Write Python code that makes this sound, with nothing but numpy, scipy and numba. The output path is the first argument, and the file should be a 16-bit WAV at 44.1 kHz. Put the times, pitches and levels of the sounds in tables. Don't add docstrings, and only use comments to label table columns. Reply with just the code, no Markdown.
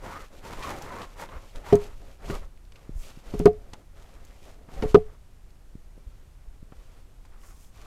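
import sys
import numpy as np
from scipy import signal
from scipy.fft import rfft, irfft, next_fast_len
from scipy.io import wavfile
from scipy.ndimage import uniform_filter1d
from numba import njit

SR = 44100
rng = np.random.default_rng(int(sys.argv[2]) if len(sys.argv) > 2 else 0)


def dump_mix(stems):
    frames = np.atleast_2d(stems).T
    limited = np.clip(frames, -1, 1)
    pcm = np.round(limited * 32767).astype(np.int16)
    wavfile.write(sys.argv[1], SR, pcm)


N = 346609
TIME = np.arange(N) / SR
TOP_HZ = 15800

# (time [s], ring gain [dB], log pitch [Hz], contact length [ms],
# time until it lands again [ms], change of the ring on landing [dB], thud gain [dB], bark crack gain [dB])
LOG_KNOCKS = [(1.725, -6.5, 409, .7, 24.8, -6, -9.5, -32.5), (2.2989, -29.5, 400, .8, 13, -6.5, -26, -48),
              (3.3385, -30, 418, .7, 14.6, -3.5, -24.5, -42.5),
              (3.3987, -25.5, 416, 1.3, 11.7, 3, -18.5, -39.5),
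              (3.4563, 0.5, 408, 1.3, 15.36, -28, -11.5, -26),
              (3.4740, -16.5, 421.6, .6, 40, -5.5, -32.5, -44.5),
              (3.4720, -24.5, 699, 0.68, 16, -15, -37, -46.5), (4.8254, -29, 519, .7, 13, -6.5, -23, -37.5),
              (4.8338, -21.5, 427, .5, 18, -5.5, -28.5, -36),
              (4.9449, 5.5, 405, 1.6, 15.3, -31, -11, -22.5),
              (4.962, -26.5, 701, 0.79, 24, -21.5, -34.5, -51),
              (4.9673, -12, 426, 1.3, 14.2, -10, -23.5, -53)]
# (multiple of its pitch [ratio], relative level [dB], time to fade by 60 dB [s])
LOG_MODES = [(1.01, 5, 0.21), (.98, -2.5, 0.11), (.7, -0.5, 0.021), (1.25, -20.5, .07), (1.47, -13.5, .09),
             (1.68, -7.5, 0.13), (1.78, -2, 0.019), (2.2, -21.5, 0.037), (2.64, -18.5, .05),
             (2.95, -24, .08)]
# (frequency before the thud's pitch factor [Hz], relative level [dB],
# time to fade by 60 dB [s])
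GROUND_MODES = [(90, -17, 0.22), (147, -6.5, 0.053), (196, -1.5, 0.11), (290, 16.5, 0.0077)]
# (start [s], length [s], hollow drag before trim [dB],
# bark scrape before trim [dB], needle rustle before trim [dB], singing pitch around mid-shove [Hz])
LOG_SHOVES = [(0.038, 0.07, -43, -47, -54.5, 960), (0.114, 0.059, -46, -43.5, -53, 1200),
              (0.201, 0.044, -51.5, -50, -55, 1250), (0.333, 0.069, -49, -58, -59, 540),
              (0.453, 0.17, -44, -47.5, -52, 1000), (0.644, 0.038, -38.5, -37.5, -46.5, 1020),
              (0.669, 0.041, -37, -39, -46, 980), (0.736, 0.044, -37.5, -42.5, -51.5, 660),
              (.81, 0.085, -43, -44, -54, 800), (0.922, 0.12, -42, -45, -54.5, 1080),
              (1.195, 0.039, -44, -44, -50, 900), (1.325, 0.047, -45, -47, -64, 1100),
              (1.557, .025, -44.5, -51, -58, 700), (1.666, 0.091, -43, -43.5, -51, 900),
              (1.789, .08, -45.5, -51, -54.5, 900), (2.257, 0.016, -44, -48.5, -53, 620),
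              (2.289, 0.066, -38.5, -46, -48, 1150), (3.27, .15, -48, -53, -56, 620),
              (4.721, 0.077, -47.5, -54, -58, 800), (4.781, 0.079, -38.5, -48, -55.5, 760),
              (4.89, 0.022, -45, -54, -51.5, 1200)]
# (start [s], length [s], dull ground scuff before trim [dB],
# litter rasp before trim [dB], rustle of cloth and needles before trim [dB])
BODY_SHUFFLES = [(1.075, 0.86, -53.5, -58, -61.5), (1.971, 0.17, -55, -63.5, -63),
                 (2.389, 0.054, -52.5, -59.5, -64.5), (2.754, 0.28, -60.5, -64.5, -68.5),
                 (3.032, 0.073, -53.5, -55, -53.5), (3.133, 0.066, -59, -63.5, -61),
                 (3.53, 0.28, -56, -65.5, -70.5), (3.97, 0.57, -57.5, -62.5, -65.5),
                 (4.428, 0.076, -50, -57, -60.5), (4.54, 0.098, -56.5, -68, -73),
                 (4.999, 0.15, -59.5, -63.5, -71), (5.97, 0.31, -68, -72, -72.5),
                 (6.757, 0.26, -63.5, -67.5, -68.5), (7.341, .05, -67.5, -63.5, -73),
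                 (7.442, 0.064, -63.5, -59.5, -65.5), (7.57, 0.074, -69, -68, -68.5),
                 (7.764, 0.1, -55.5, -58.5, -60)]
# (peak time [s], peak before the high-pass [dB], half length [ms])
GROUND_THUMPS = [(0.583, -21.5, 11.7), (1.365, -23, 6.2), (1.568, -17.5, 11.5), (2.313, -24.5, 1.6),
                 (2.8944, -24, 0.87), (2.901, -32, 2.7), (2.962, -21, 4.5), (2.992, -20.5, 13),
                 (3.175, -32, 1.15), (3.411, -17, 1.6), (3.736, -32, 0.51), (4.688, -35.5, 1.05),
                 (4.844, -26, 0.52), (4.848, -25, 0.41), (4.858, -17.5, 1.1), (5.7547, -28, 1.1),
                 (5.979, -39, 0.65), (6.073, -25, 4.8), (6.482, -27.5, 7.3), (6.629, -32.5, 1.2),
                 (6.724, -32.5, 0.54), (7.578, -46, 0.64)]
# (time [s], strength [dB], pitch [Hz], decay [ms])
TWIG_SNAPS = [(.06, -36.5, 880, 4), (0.459, -54, 1160, 2.2), (.532, -36, 990, 5.1),
              (0.625, -38.5, 2340, 20), (0.8213, -42, 5830, 6.4), (1.016, -44.5, 3020, 23),
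              (1.289, -40, 910, 5.5), (1.559, -45, 4000, 5), (1.728, -36.5, 3200, 6),
              (1.754, -34, 6340, 2.7), (2.3, -33.5, 980, 8.1), (2.721, -48, 2680, 2.6),
              (2.7572, -52, 2420, 11), (3.393, -34, 5640, 1.4), (3.4572, -18.5, 5200, 0.74),
              (3.46, -33.5, 1980, 8.9), (3.7321, -41, 820, 9.1), (3.734, -41, 3680, 5.3),
              (4.2498, -52.5, 7140, 3.9), (4.687, -47.5, 720, 12), (4.823, -34, 1835, 6),
              (6.7205, -47.5, 800, 10), (7.25, -55.5, 905, 10), (7.2515, -61.5, 5000, 8),
              (7.336, -58, 1410, 2.8), (7.4353, -54.5, 2000, 2.5)]
# (peak time [s], peak level [dB], half length [s])
CLOTH_SWISHES = [(1.21, -54.5, 0.023), (3.028, -58, 0.07), (7.247, -77, 0.011), (7.476, -60.5, 0.064),
                 (7.628, -63, 0.067)]
# (start [s], length [s], rumble before trim [dB])
STAND_ROCKS = [(1.733, 0.3, -37.5), (2.29, 0.12, -31.5), (2.94, 0.07, -33.5), (3.334, 0.18, -30),
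               (4.797, 0.21, -29.5)]

# (frequency [Hz], relative level [dB])
DRAG_COLOUR = [(40, -13.5), (75, 2.5), (140, -3.5), (230, -5), (400, -5.5), (540, -4), (700, -8.5),
               (900, -20.5), (1400, -46)]
SCRAPE_COLOUR = [(500, -23), (780, -1.5), (1030, -3), (1300, -1.5), (1650, -6.5), (2100, -7), (2700, -18.5),
                 (4500, -33.5)]
RUSTLE_COLOUR = [(1200, -26), (2400, 0.5), (3200, -1.5), (5000, -5), (7000, -6), (9500, -12),
                 (12500, -12.5), (15000, -19.5), (16000, -35)]
CRACK_COLOUR = [(300, -4.5), (900, 6.5), (1600, -5), (2100, -4), (3000, -7.5), (6000, -18.5), (12000, -23),
                (16000, -43)]
SLEEVE_COLOUR = [(1500, -24), (3500, -24), (5000, -3), (7000, 1), (9500, -4), (12500, -5), (16000, -14)]
STAND_COLOUR = [(5, -0.5), (11, 0), (18, -2), (26, -1), (36, -1.5), (55, -12), (90, -18.5), (140, -25.5),
                (250, -52.5)]
AIR_COLOUR = [(20, 9.5), (40, 16.5), (80, 13), (130, 4), (250, -0.5), (500, -6), (1000, -10.5),
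              (2000, -15.5), (4000, -20.5), (8000, -21.5), (14000, -26), (16000, -39)]

ATTACK_S, RELEASE_S, RISE_OCT_PER_S = 0.029, .031, .6
REST_DB = -78
ROCK_ATTACK_S, ROCK_RELEASE_S, STILL_DB = 0.05, 0.068, -44.5


def knocks(land_ms=1.95, rebound_db=-8.0, crack_ms=7, crumble_db=-24, crumble_ms=40):
    out = np.zeros(N)
    t = np.arange(SR // 2) / SR
    ms = t * 1000
    for s, ring_db, pitch_hz, contact_ms, free_ms, choke_db, thud_db, crack_db in LOG_KNOCKS:
        push = np.sin(np.pi * np.minimum(ms[:SR // 100] / contact_ms, 1))
        push /= push.sum()
        landed = (1 + np.tanh((ms - free_ms) / land_ms)) / 2
        wood = ring(LOG_MODES, pitch_hz, t) * (1 - landed + landed * undb(choke_db))
        thud = undb(thud_db) * ring(GROUND_MODES, 0.89, t)
        add(out, s, np.convolve(undb(ring_db) * wood + thud, push))
        add(out, s + free_ms / 1000, undb(rebound_db) * np.convolve(thud, push))
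        crush = np.exp(-ms / crack_ms) + undb(crumble_db) * np.exp(-ms / crumble_ms)
        bark = colour(rng.standard_normal(len(t)), CRACK_COLOUR)
        add(out, s, undb(crack_db) * crush * bark)
    return out


def ring(modes, pitch_hz, t):
    total = np.zeros(len(t))
    for k, (ratio, db, t60) in enumerate(modes):
        fade = np.exp(-np.log(1000) * t / t60)
        total += (-1) ** k * undb(db) * np.sin(2 * np.pi * ratio * pitch_hz * t) * fade
    return total


def dragging(drag, scrape, contact_hz, drag_db=-2, scrape_db=-2, squeal_db=-2, squeal_q=13,
             grip=0.36, grip_db=-43, judder_db=0.33, wood_share=.6, wood_q=18):
    catches = undb(1.8 * walk(24))
    judder = catches * undb(judder_db * walk(70))
    slips = grains(4000, 1.7) * judder
    wood = sum(resonate(slips, hz, wood_q) for hz in (400, 540, 690))
    hollow = colour(slips + wood_share * wood, DRAG_COLOUR) * drag * undb(drag_db)
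    crumbs = grains(3000, 3.2)
    rasp = undb(scrape_db) * colour(crumbs * judder, SCRAPE_COLOUR)
    wandering_hz = contact_hz * np.exp(0.046 * walk(30))
    squeal = unit(glide(grains(6000, 2.5), wandering_hz, float(squeal_q)))
    missing_grip_db = np.minimum(20 * np.log10(scrape) - grip_db, 0)
    sing = undb(squeal_db + grip * missing_grip_db)
    return hollow + (rasp + sing * squeal * judder) * scrape


def contact():
    pitch, weight = np.zeros(N), np.zeros(N)
    for s, length, *_, hz in LOG_SHOVES:
        speed = swell(s, length, ATTACK_S, RELEASE_S)
        from_middle = np.clip(TIME - s, 0, length) - length / 2
        pitch += speed * hz * np.exp2(RISE_OCT_PER_S * from_middle)
        weight += speed
    return pitch / weight


@njit
def glide(x, hz, q):
    y, band, low = np.empty(len(x)), 0., 0.
    for i in range(len(x)):
        g = np.tan(np.pi * hz[i] / SR)
        v = (band + g * (x[i] - low)) / (1 + g * (g + 1 / q))
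        band, low, y[i] = 2 * v - band, low + 2 * g * v, v / q
    return y


def handling():
    gains = np.full((3, N), undb(REST_DB))
    movements = [shove[:5] for shove in LOG_SHOVES] + BODY_SHUFFLES
    for s, length, *db in movements:
        gains = np.maximum(gains, np.outer(undb(db), swell(s, length, ATTACK_S, RELEASE_S)))
    return gains


def swell(start, length, attack_s, release_s):
    before = np.maximum(start - TIME, 0)
    after = np.maximum(TIME - start - length, 0)
    return np.exp(-before / attack_s - after / release_s)


def thumps(leak_hz=28):
    out = np.zeros(N)
    ms = np.arange(-SR // 20, SR // 20) / SR * 1000
    for s, db, half_ms in GROUND_THUMPS:
        add(out, s - 1 / 20, undb(db) * np.exp(-(ms / half_ms) ** 2))
    return signal.sosfilt(signal.butter(1, leak_hz, "high", fs=SR, output="sos"), out)


def snaps(body_q=1.0, stick_q=9, stick_share=1.0, splinter=0.72, reach=2.76):
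    out = np.zeros(N)
    ms = np.arange(SR // 10) / SR * 1000
    for s, db, hz, decay_ms in TWIG_SNAPS:
        noise, size = rng.standard_normal((2, len(ms)))
        fade = np.exp(-ms / decay_ms)
        burst = noise * np.exp(splinter * size) * fade
        twig = resonate(burst, hz, body_q) + stick_share * resonate(burst, hz, stick_q)
        twig = signal.lfilter(*signal.butter(2, min(reach * hz, TOP_HZ), fs=SR), twig)
        add(out, s, undb(db) * unit(twig) * np.sqrt(np.mean(fade ** 2)))
    return out


def rustling(rustle, rustle_db=-1, crackle_db=-3, flutter_db=1.44):
    cloth = rng.standard_normal(N) * undb(flutter_db * walk(70))
    needles = undb(crackle_db) * grains(2200, 4.6) * undb(2.0 * walk(35))
    return colour(cloth + needles, RUSTLE_COLOUR) * rustle * undb(rustle_db)


def swishes():
    speed = sum(undb(db) * np.exp(-((TIME - s) / half_s) ** 2) for s, db, half_s in CLOTH_SWISHES)
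    fluttering = rng.standard_normal(N) * undb(1.1 * walk(90))
    return speed * colour(fluttering, SLEEVE_COLOUR)


def ticks(count=9, tick_db=-57, tick_hz=3500, spread_oct=.55, decay_s=.002, tick_q=2.5):
    out = np.zeros(N)
    t = np.arange(SR // 50) / SR
    for when, size in rng.random((count, 2)):
        hz = tick_hz * 2 ** (spread_oct * (1 - 2 * size))
        tick = unit(resonate(rng.standard_normal(len(t)), hz, tick_q))
        add(out, when * N / SR, undb(tick_db) * tick * np.exp(-t / decay_s))
    return out


def background(rumble_db=-2, air_db=-56):
    shake = undb(STILL_DB)
    for s, length, db in STAND_ROCKS:
        shake = np.maximum(shake, undb(db) * swell(s, length, ROCK_ATTACK_S, ROCK_RELEASE_S))
    rumble = colour(rng.standard_normal(N), STAND_COLOUR) * shake * undb(rumble_db)
    return rumble + undb(air_db) * colour(rng.standard_normal(N), AIR_COLOUR)


def undb(db):
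    return 10 ** (np.asarray(db) / 20)


def unit(x):
    return x / np.sqrt(np.mean(x ** 2))


def add(out, s, x):
    i = max(int(s * SR), 0)
    out[i:i + len(x)] += x[:max(N - i, 0)]


def colour(x, points):
    hz, db = np.transpose(points)
    size = next_fast_len(len(x))
    f = np.maximum(np.arange(size // 2 + 1) * SR / size, 1)
    gain = undb(np.interp(np.log(f), np.log(hz), db, left=-90, right=-90))
    return unit(irfft(rfft(x, size) * gain, size)[:len(x)])


def resonate(x, hz, q):
    hz = min(hz, SR / 3)
    return signal.lfilter(*signal.iirpeak(hz, max(q, 3 * hz / SR), fs=SR), x)


def walk(rate):
    k = max(int(SR / rate), 2)
    steps = np.repeat(rng.standard_normal(N // k + 1), k)
    return unit(uniform_filter1d(steps, k)[:N])


def grains(per_s, spread_db):
    hit = rng.random(N) < per_s / SR
    size = undb(spread_db * np.minimum(rng.exponential(size=N), 5))
    return unit(hit * size * rng.choice([-1, 1], N))


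def scene():
    drag, scrape, rustle = handling()
    log = knocks() + dragging(drag, scrape, contact())
    feet_and_twigs = thumps() + snaps() + ticks()
    cloth = rustling(rustle) + swishes()
    return (log + feet_and_twigs + cloth + background())[None]


def record(dry):
    ceiling, knee = .7, 10
    flattened = dry / (1 + np.abs(dry / ceiling) ** knee) ** (1 / knee)
    return signal.sosfilt(signal.ellip(8, .2, 80, TOP_HZ, fs=SR, output="sos"), flattened)


dry = scene()
out = record(dry)
dump_mix(out)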